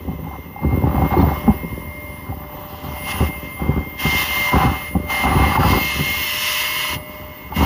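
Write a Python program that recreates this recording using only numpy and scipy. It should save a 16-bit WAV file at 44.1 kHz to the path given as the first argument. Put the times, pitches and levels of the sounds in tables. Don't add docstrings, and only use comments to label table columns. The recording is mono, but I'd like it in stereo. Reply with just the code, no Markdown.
import sys
import numpy as np
from scipy import signal
from scipy.fft import rfft, irfft, next_fast_len
from scipy.io import wavfile
from scipy.ndimage import uniform_filter1d

SR = 44100
rng = np.random.default_rng(int(sys.argv[2]) if len(sys.argv) > 2 else 0)


def voltage_ratio(level):
    return 10 ** (np.asarray(level, float) / 20)


def unload_audio(sound):
    columns = np.transpose(np.atleast_2d(sound))
    steps = np.round(np.clip(columns, -1, 1) * 32767)
    wavfile.write(sys.argv[1], SR, steps.astype(np.int16))


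N = 337365
TIME = np.arange(N) / SR


def columns(table):
    s, *rest = np.transpose(table)
    return [np.interp(TIME, s, c) for c in rest]


def unit(x):
    return x / np.sqrt(np.mean(x ** 2))


def smooth_twice(x, span):
    return uniform_filter1d(uniform_filter1d(x, span), span)


def walk(rate_hz):
    hold = int(SR / rate_hz)
    steps = np.repeat(rng.standard_normal(N // hold + 1), hold)
    return unit(smooth_twice(steps, hold)[:N])


def colour(x, shape):
    hz, db = np.transpose(shape)
    size = next_fast_len(N)
    bins_hz = np.maximum(np.arange(size // 2 + 1) * SR / size, 1)
    gain_db = np.interp(np.log(bins_hz), np.log(hz), db, left=-90, right=-90)
    return unit(irfft(rfft(x, size) * voltage_ratio(gain_db), size)[..., :N])


def ring(x, modes):
    out = 0
    for k, (hz, t60_s, db) in enumerate(modes):
        radius = np.exp(-np.log(1000) / (max(t60_s, .004) * SR))
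        w = 2 * np.pi * hz / SR
        poles = [1, -2 * radius * np.cos(w), radius ** 2]
        out = out + (-1) ** k * voltage_ratio(db) * signal.lfilter([1, 0, -1], poles, x)
    return out


def total(*levels_db):
    return 10 * np.log10(sum(voltage_ratio(2 * np.maximum(db, -200)) for db in levels_db))


def sides(db, pan_db):
    db = db - 20 * np.log10(np.cosh(pan_db * np.log(10) / 40))
    return db + pan_db / 2, db - pan_db / 2


def place(x, left_db, right_db, alike, late=0):
    left, other = x if x.ndim > 1 else (x, x)
    right = alike * left + np.sqrt(1 - alike ** 2) * other
    if late:
        lag_s = late * np.tanh((left_db - right_db) / 3) / 2 / SR
        left = np.interp(TIME + lag_s, TIME, left)
        right = np.interp(TIME - lag_s, TIME, right)
    return np.array([left * voltage_ratio(left_db), right * voltage_ratio(right_db)])


def add(out, s, hit, pan_db):
    i = int(s * SR)
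    out[:, i:i + len(hit)] += np.outer(voltage_ratio(sides(0, pan_db)), hit)[:, :N - i]


def bursts(rows, rise_db_s, fall_db_s):
    s, length, first, last = (c[:, None].astype(np.float32) for c in np.transpose(rows))
    since = TIME.astype(np.float32) - s
    hold = first + (last - first) * np.clip(since / np.maximum(length, .001), 0, 1)
    return hold - rise_db_s * np.maximum(-since, 0) - fall_db_s * np.maximum(since - length, 0)


# frequency in Hz, level in dB per Hz.
DRONE_SPECTRUM = [(18, -39), (30, -10), (74, 5.5), (433, -5.5), (589, -13.5), (657, -16), (998, -18),
                  (1630, -54), (2060, -4), (2300, -54), (2990, -69), (5060, -120)]


def idle(share):
    press_gain_db = 3
    swell = voltage_ratio(0.79 * walk(15) + press_gain_db * share)
    drone = colour(rng.standard_normal((2, N)), DRONE_SPECTRUM) * swell
    return place(drone, -44, -43.7, alike=0.75)


# time in seconds, blade tone in Hz.
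MOTOR_SPEED = [(0, 10675), (.6, 10668), (.92, 10727), (1.33, 10792), (1.66, 10738), (2.0, 10700),
               (2.5, 10670), (3.15, 10735), (3.58, 10648), (3.9, 10695), (4.45, 10655), (4.75, 10695),
               (5.2, 10675), (5.8, 10775), (5.98, 10742), (6.55, 10897), (7.03, 10905), (7.4, 10875)]
BLADES = 18


def motor():
    blade_hz, = columns(MOTOR_SPEED)
    return blade_hz, np.cumsum(blade_hz) / BLADES / SR


# time in seconds, nearness as dB of airborne buzz, lean as left minus right in dB.
NOZZLE_PATH = [(0, -48, 3.5), (.55, -48.5, 4), (.74, -46, 23.5), (.89, -44, 7.5), (1.09, -40.5, 27),
               (1.21, -40, 24.5), (1.43, -40.5, 5), (1.65, -43.5, 8), (2.3, -46, 9), (2.6, -43, 3),
               (2.8, -44, 4), (3.03, -38.5, -9.5), (3.3, -41.5, -10.5), (3.93, -46, -21.5), (4.9, -43, -19),
               (5.05, -45.5, -20.5), (7.0, -44, -16.5), (7.52, -45.5, -15.5)]


def nozzle():
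    return columns(NOZZLE_PATH)


def leans(share):
    _, lean_db = nozzle()
    return 0.42 * lean_db - 0.5 * share, 0.7 * lean_db - 8 * share


def heard(press_db, air_db, lean, steel_db, left_db=0, right_db=0):
    steel_leak_db = -32
    near_db, lean_db = nozzle()
    left, right = sides(near_db + air_db, lean * lean_db)
    through_steel_db = press_db + steel_db
    return total(left + left_db, through_steel_db + steel_leak_db), total(right + right_db, through_steel_db)


EAR_LAG = 17


def bowl_echoes(x):
    t60_s, share = 0.05, 0.75
    t = np.arange(2048) / SR
    tail = rng.standard_normal((2, len(t))) * np.exp(-np.log(1000) * t / t60_s)
    tail *= share / np.sqrt(np.sum(tail ** 2, axis=1, keepdims=True))
    tail[:, 0] = 1
    return unit(signal.fftconvolve(x, tail, axes=1)[:, :N])


def lines(turns, orders, levels_db):
    out = 0
    for order, db in zip(orders, levels_db):
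        waver = voltage_ratio(db + 4.5 * walk(3.98))
        out = out + waver * np.sin(2 * np.pi * (order * turns + rng.random()))
    return out


def contact(x, drone_db, fizz_db):
    drone = signal.sosfiltfilt(signal.butter(3, 1350, fs=SR, output="sos"), x)
    fizz = signal.sosfiltfilt(signal.butter(2, 2500, "high", fs=SR, output="sos"), x)
    return x + (voltage_ratio(drone_db) - 1) * drone + (voltage_ratio(fizz_db) - 1) * fizz


# frequency in Hz, level in dB per Hz.
BUZZ_SPECTRUM = [(300, -30), (520, -4), (750, -17), (1000, 6), (1500, -14.5), (2000, -1.5), (2350, -15),
                 (2780, -5), (3400, -13), (4200, -17), (5500, -19), (6800, -21.5), (8100, -34),
                 (9000, -25.5), (11700, -19.5)]
BUZZ_ORDERS = [2, 3.285, 4.405, 4.68, 5.4, 6.92, 7.09, 8, 9, 9.8, 10]
BUZZ_LINE_DB = [-22, -22, -16, -19, -23, -29, -26, -26, -30, -38, -34]


def buzz(turns, press_db, share, bright_db):
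    noise = colour(rng.standard_normal((2, N)), BUZZ_SPECTRUM) * voltage_ratio(1.2 * walk(12))
    x = bowl_echoes(noise) + lines(turns, BUZZ_ORDERS, BUZZ_LINE_DB)
    x = contact(x, drone_db=3.5 - 12 * share, fizz_db=0.97 * bright_db)
    left, right = heard(press_db, air_db=0, lean=1, steel_db=0)
    return place(x, left + 2.1, right + 2.26, alike=0.44, late=EAR_LAG)


# frequency in Hz, level in dB per Hz.
HISS_SPECTRUM = [(7800, -66), (8600, -54), (10000, -38), (11000, -13), (12500, -2.5), (14000, 3),
                 (15400, 4.5), (15650, -42), (16000, -79)]
HISS_ORDERS = [17, 20, 21.2, 22, 23, 24, 25]
HISS_LINE_DB = [-44, -30, -30, -29, -27, -25, -27]


def hiss(turns, press_db, bright_db):
    noise = colour(rng.standard_normal((2, N)), HISS_SPECTRUM) * voltage_ratio(1.6 * walk(36))
    x = bowl_echoes(noise) + lines(turns, HISS_ORDERS, HISS_LINE_DB)
    levels = heard(press_db + 0.62 * bright_db, air_db=3.2, lean=0.56, steel_db=-8.5)
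    return place(x, *levels, alike=0.078)


def bowl_gain(tone_hz, peak_hz, width_hz):
    return 1 / np.sqrt(1 + ((tone_hz - peak_hz) / width_hz) ** 2)


# time in seconds, air gain in dB, extra lean in dB, left's phase lead in turns.
WHINE_AIR = [(0, 4.5, 0.5, -0.55), (.6, 2, 1.5, -0.34), (1.0, 2, -3, -0.51), (1.3, 1.5, -0.5, -0.44),
             (1.6, 3.5, -0.5, -0.32), (2.0, 6.5, -1, -0.62), (2.3, 1, 0.5, -.5), (2.7, -6, 0.5, -.5),
             (2.95, -5, -6.5, -.5), (3.3, 1.5, -2.5, -0.29), (3.75, 3.5, 3, -0.65), (4.3, -2, 1, -1.1),
             (4.85, 4.5, 1, -0.42), (5.3, 6, 4, -0.33), (5.6, 2, -11, -0.36), (6.2, 6, -24, -1),
             (6.9, -2.5, -1, -0.79), (7.6, 5, -4, -0.7)]
# time in seconds, depth in dB (1.9 times that at the very centre), half
# width in seconds.
WHINE_FADES = [(.05, 12, .03), (.2, 11, .03), (.5, 8, .04), (.875, 4, .04), (1.25, 4, .04), (1.55, 5, .03),
               (2.36, 7, .04), (2.6, 3, .03), (2.77, 5, .03), (3.19, 10, .04), (3.41, 8, .03),
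               (4.02, 6, .02), (4.26, 9, .04), (4.59, 7, .04), (4.7, 6, .03), (4.98, 8, .05),
               (5.35, 9, .04), (5.51, 5, .03), (5.65, 10, .05), (5.98, 8, .04), (6.19, 6, .03),
               (6.33, 11, .07), (6.54, 5, .04), (7.25, 8, .03), (7.36, 8, .03), (7.5, 8, .03)]


def whine(turns, blade_hz, press_db):
    order = 3.557
    gain_db, lean_db, lead = columns(WHINE_AIR)
    jitter = np.cumsum(3.0 * walk(40)) / SR
    tone = np.sqrt(2) * np.sin(2 * np.pi * (order * turns + jitter + np.outer([1, 0], lead)))
    fade_db = sum(1.9 * db * np.exp(-np.abs(TIME - s) / (0.7 * width)) for s, db, width in WHINE_FADES)
    tone *= voltage_ratio(0.8 * walk(20) - fade_db) * bowl_gain(order * blade_hz / BLADES, 2103, 21.4)
    levels = heard(press_db, air_db=9.5, lean=0.79, steel_db=3.67,
                   left_db=gain_db + lean_db / 2, right_db=gain_db - lean_db / 2)
    return tone * voltage_ratio(np.array(levels))


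def sister(turns, blade_hz, press_db):
    order = 3.345
    jitter = np.cumsum(5.2 * walk(30)) / SR
    tone = np.sin(2 * np.pi * (order * turns + jitter)) * voltage_ratio(2.6 * walk(8.8))
    tone *= bowl_gain(order * blade_hz / BLADES, 2030, 15)
    return place(tone, *heard(press_db, air_db=-1, lean=1, steel_db=-4), alike=1, late=EAR_LAG)


def shaft_tone(turns, press_db, share):
    tone = np.sqrt(2) * np.sin(2 * np.pi * turns) * voltage_ratio(2.5 * (2 - share) * walk(6))
    return place(tone, *heard(press_db, air_db=-0.89, lean=0.97, steel_db=-17.5), alike=1, late=EAR_LAG)


# time in seconds, air gain left in dB, air gain right in dB.
BLADE_AIR = [(0, 6, 12), (.3, 0, 6), (.7, 0, 0), (.95, 3, 8), (1.15, -13, -2), (1.5, -2, 8), (1.85, -2, 4),
             (2.15, 7, 2), (2.6, -4, 3), (2.9, -1, 1), (3.15, 4, 11), (3.45, 1, 3), (3.7, -7, -5),
             (4.3, -3, 0), (4.75, 2, 0), (5.3, 6, 5), (5.7, -6, 0), (7.0, -7, 5), (7.3, -14, -22)]


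def blade_tone(turns, press_db, share):
    lead = np.outer([1, 0], 0.2 * walk(4) - 0.2)
    tone = np.sqrt(2) * np.sin(2 * np.pi * (BLADES * turns + lead))
    flutter_db = 2.0 * (2 - share) * np.array([walk(11), walk(10)])
    left_db, right_db = columns(BLADE_AIR)
    levels = heard(press_db, air_db=-11.5, lean=1, steel_db=-16.5, left_db=left_db, right_db=right_db)
    return tone * voltage_ratio(flutter_db + np.array(levels))


def vacuum(press_db, share, bright_db):
    blade_hz, turns = motor()
    noises = buzz(turns, press_db, share, bright_db) + hiss(turns, press_db, bright_db)
    bearings = whine(turns, blade_hz, press_db) + sister(turns, blade_hz, press_db)
    return noises + bearings + shaft_tone(turns, press_db, share) + blade_tone(turns, press_db, share)


def grains(per_s, spread_db, push_s):
    force = voltage_ratio(spread_db * np.minimum(rng.exponential(size=(2, N)), 3))
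    hits = (rng.random((2, N)) < per_s / SR) * force * rng.choice([-1, 1], size=(2, N))
    return signal.lfilter(np.hanning(int(push_s * SR) + 3), 1, hits)


def even(x, span_s):
    return x / np.sqrt(smooth_twice(np.mean(x ** 2, axis=0), int(span_s * SR)))


# frequency in Hz, T60 in seconds, level in dB.
LOW_MODES = [(49.3, 0.17, -17), (69.9, 0.19, -3), (94, 0.069, -3), (150.5, 0.091, -3.5), (205, 0.04, 0),
             (284.7, 0.055, -2), (385.5, 0.063, -7), (535.4, 0.041, -7)]
# frequency in Hz, T60 in seconds, level in dB.
HIGH_MODES = [(779, 0.049, 0), (880, 0.081, -6), (1000, 0.044, -1), (1165, 0.037, 0.5), (1350, 0.0061, 4)]
# start in seconds, length in seconds, rumble in dB, rattle minus rumble in dB.
STIRS = [(0, 0.0092, -31, -26), (0.094, 0.01, -17.5, -23), (0.235, 0.15, -32.5, -5.5),
         (0.64, 0.25, -16.5, -13.5), (0.86, 0.2, -14.5, -9), (1.119, 0.18, -15.5, -4.5),
         (1.465, 0.038, -18.5, -6.5), (1.608, 0.22, -26, -33), (1.987, 0.28, -37, -24),
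         (2.256, 0.087, -26, -10), (2.413, 0.57, -34, -0.5), (2.837, 0.14, -27.5, -2),
         (3.07, 0.094, -25.5, 0), (3.205, 0.0099, -13.5, -7), (3.294, 0.2, -28, -25),
         (3.619, 0.17, -18, -9), (4.037, 0.13, -21, -2), (4.202, 0.36, -29.5, 3), (4.543, 0.11, -12, 0),
         (4.952, .01, -16.5, -19), (5.013, 0.15, -26.5, -9), (5.109, 0.093, -28.5, 9),
         (5.265, 0.22, -12.5, -1.5), (5.547, 0.2, -12.5, -2.5), (5.963, 0.079, -23, -13),
         (6.08, 0.12, -31.5, -0.5), (6.915, 0.049, -29, -4), (7.21, 0.078, -46, 5),
         (7.517, 0.047, -25, -7.5), (7.61, .06, -10.5, -4)]


def stirring(press_db, share):
    rows = np.array(STIRS)
    each = bursts(rows[:, [0, 1, 2, 2]], rise_db_s=336, fall_db_s=122)
    rumble_db = total(each.max(axis=0), -35.5 - 6 * share)
    rattle_db = total((each + rows[:, 3:]).max(axis=0), -42.5, press_db - 26)
    rumble_pan, rattle_pan = leans(share)
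    rumble = even(ring(grains(per_s=110, spread_db=3.5, push_s=0.0012), LOW_MODES), span_s=0.082)
    rattle = ring(grains(per_s=500, spread_db=2.0, push_s=0.00022), HIGH_MODES)
    rattle = even(rattle * voltage_ratio(2.0 * walk(35)), span_s=0.076)
    out = place(rumble, *sides(rumble_db - 4.0, rumble_pan), alike=0.94)
    return out + place(rattle, *sides(rattle_db - 6.5, rattle_pan), alike=0.85)


# time in seconds, peak in dB, rattle minus peak in dB, thud pitch in Hz.
THUMPS = [(0.083, -10, -9, 184), (.112, -11.5, -11.5, 158), (.228, -16, -23, 156),
          (0.266, -20.5, -27.5, 205), (0.628, -9, -7.5, 199), (0.665, -9.5, -17, 101),
          (0.726, -2.5, -14, 90), (0.835, 0, -9, 106), (0.952, -3.5, -6, 153), (0.977, -4, -4, 122),
          (1.019, -5.5, 0.5, 194), (1.166, 0, -28, 347), (1.198, 0, -10, 260), (1.226, 4.5, -10, 147),
          (1.268, -4, -28, 133), (1.477, 5.5, -31, 205), (1.501, -8.5, -1, 94), (1.643, -12, -15, 167),
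          (1.7, -16, -22, 120), (1.87, -17.5, -17, 82), (2.031, -26, -22, 97), (2.096, -23, -20, 81),
          (2.18, -19, -15, 81), (2.288, -11.5, -22, 98), (2.864, -13, -23, 141), (3.206, 0.5, -20, 77.6),
          (3.633, -19, -24, 90), (3.69, 3.5, -22, 144), (4.052, -3, -13, 159), (4.557, -17, -16, 107),
          (4.65, 0, -26, 115), (4.949, -5, -10, 210), (5.237, -8.5, 1, 266), (5.356, -3, -12, 93),
          (5.434, -9, -16, 149), (5.467, -9, -12, 110), (5.583, -4, -9, 102), (5.645, -8, -4, 95),
          (5.701, -5.5, -8, 105), (5.749, -7, -18, 109), (5.99, -3.5, -15, 146), (6.167, -22, -20, 80),
          (6.95, -15, -28, 103), (7.094, -33, -20, 73), (7.222, -26, -20, 83), (7.512, -20, -9, 73),
          (7.563, -7.5, -24, 175)]


def thumps(share):
    out = np.zeros((2, N))
    t = np.arange(SR // 4) / SR
    rumble_pan, _ = leans(share)
    for s, db, high_db, hz in THUMPS:
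        wait, sign = rng.random(2)
        blow = np.exp(-((t - 0.0016) / 0.00052) ** 2)
        blow += 2.3 * (sign - 0.5) * np.exp(-((t - 0.008 - 0.0139 * wait) / 0.00073) ** 2)
        low = ring(blow, LOW_MODES + [(hz, 0.1, 6.0)])
        high = ring(blow, HIGH_MODES)
        hit = low / np.abs(low).max() + voltage_ratio(high_db) * high / np.abs(high).max()
        add(out, s, voltage_ratio(db - 6.5) * hit, rumble_pan[int(s * SR)])
    return out


# time in seconds, peak in dB, ring in Hz.
TAPS = [(.088, -32, 880), (0.268, -16, 826), (.31, -17, 780), (.335, -19, 1000), (.355, -18, 770),
        (0.561, -13.5, 806), (0.59, -15, 836), (0.633, -13, 877), (.667, -16, 781), (.709, -19, 940),
        (.725, -23, 797), (0.837, -14, 890), (0.868, -7, 818), (1.018, -6, 1000), (1.108, -7.5, 810),
        (1.139, -1, 765), (1.172, -6, 873), (1.18, -28, 4220), (1.195, -4.5, 904), (1.2, -27, 3600),
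        (1.215, -27, 4170), (1.237, -5.5, 690), (1.316, -7, 796), (1.36, -21, 1064), (1.479, 0, 815),
        (2.322, -14, 780), (3.208, -11.5, 760), (3.595, -14, 786), (4.02, -15, 1200), (4.057, -11, 1230),
        (4.354, -23, 1200), (4.442, -21, 1110), (4.469, -17, 1080), (4.485, -11, 1000), (4.518, -15, 766),
        (4.532, -1, 1000), (4.603, -3.5, 1010), (4.677, -8, 1000), (4.952, -6.5, 795), (5.101, -18, 1010),
        (5.234, -5, 1000), (5.253, -0.5, 780), (5.438, -8, 1065), (5.457, -13, 1020), (5.553, -1, 1077),
        (5.574, 2, 878), (5.63, -4, 1330), (5.633, -3, 798), (5.65, -5, 820), (5.731, -0.5, 1042),
        (6.001, -17, 1220), (6.846, -11.5, 1030), (6.888, -13, 1000), (6.925, -13, 976), (7.522, -11, 866),
        (7.575, -10, 983), (7.62, -4, 957)]


def taps(share):
    out = np.zeros((2, N))
    t = np.arange(SR // 4) / SR
    swell = (1 - np.exp(-t / 0.001)) * np.exp(-t / 0.0082)
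    _, rattle_pan = leans(share)
    for s, db, hz in TAPS:
        tone = np.sin(2 * np.pi * hz * t) + 0.32 * np.sin(2 * np.pi * 1.29 * hz * t)
        add(out, s, voltage_ratio(db - 7.5) * swell * tone, rattle_pan[int(s * SR)])
    return out


# start in seconds, length in seconds, buzz at start in dB, at end in dB, brightness in dB.
PRESSES = [(2.693, 0.13, -41.5, -41, 2.5), (2.834, 0.29, -43.5, -39, 10.5), (3.046, 0.071, -34, -23.5, 5.5),
           (3.135, .14, -28, -28.5, -1.5), (4, 0.23, -21.5, -16.5, 3.5), (4.238, 0.26, -19.5, -19.5, 3),
           (4.507, 0.16, -21.5, -22.5, -0.5), (4.688, 0.2, -24.5, -31.5, -1.5),
           (5.103, .15, -21.5, -21, -0.5), (5.272, 0.29, -21, -18.5, -5.5), (5.595, 0.13, -27.5, -18, 4),
           (5.737, .3, -21.5, -22, 5), (6.04, 0.34, -22.5, -21, 7.5), (6.369, 0.12, -23, -20.5, 10),
           (6.497, 0.133, -20, -21.5, 9), (6.638, 0.31, -18, -21.5, 4.5), (7.563, 0.15, -23.5, -18.5, 4)]


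def pressing():
    near_db, lean_db = nozzle()
    rows = np.array(PRESSES)
    each = bursts(rows[:, :4], rise_db_s=700, fall_db_s=598)
    press_db = each.max(axis=0)
    air_right_db = sides(near_db, lean_db)[1]
    share = 1 / (1 + voltage_ratio(2 * np.minimum(air_right_db - press_db, 100)))
    return press_db, share, share * rows[each.argmax(axis=0), 4]


def scene():
    press_db, share, bright_db = pressing()
    motor_sound = idle(share) + vacuum(press_db, share, bright_db)
    return motor_sound + stirring(press_db, share) + thumps(share) + taps(share)


def low_pass(x):
    return signal.sosfilt(signal.butter(12, 16750, fs=SR, output="sos"), x)


def record(dry):
    notch_hz, notch_width_hz = 8120, 300
    heard_by_mic = signal.lfilter(*signal.iirnotch(notch_hz, notch_hz / notch_width_hz, fs=SR), dry)
    rounded = np.tanh(0.9 * heard_by_mic) / 0.85
    mix = signal.sosfilt(signal.ellip(8, 0.1, 60, 15650, fs=SR, output="sos"), rounded)
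    return low_pass(mix)


dry = scene()
out = record(dry)
unload_audio(out)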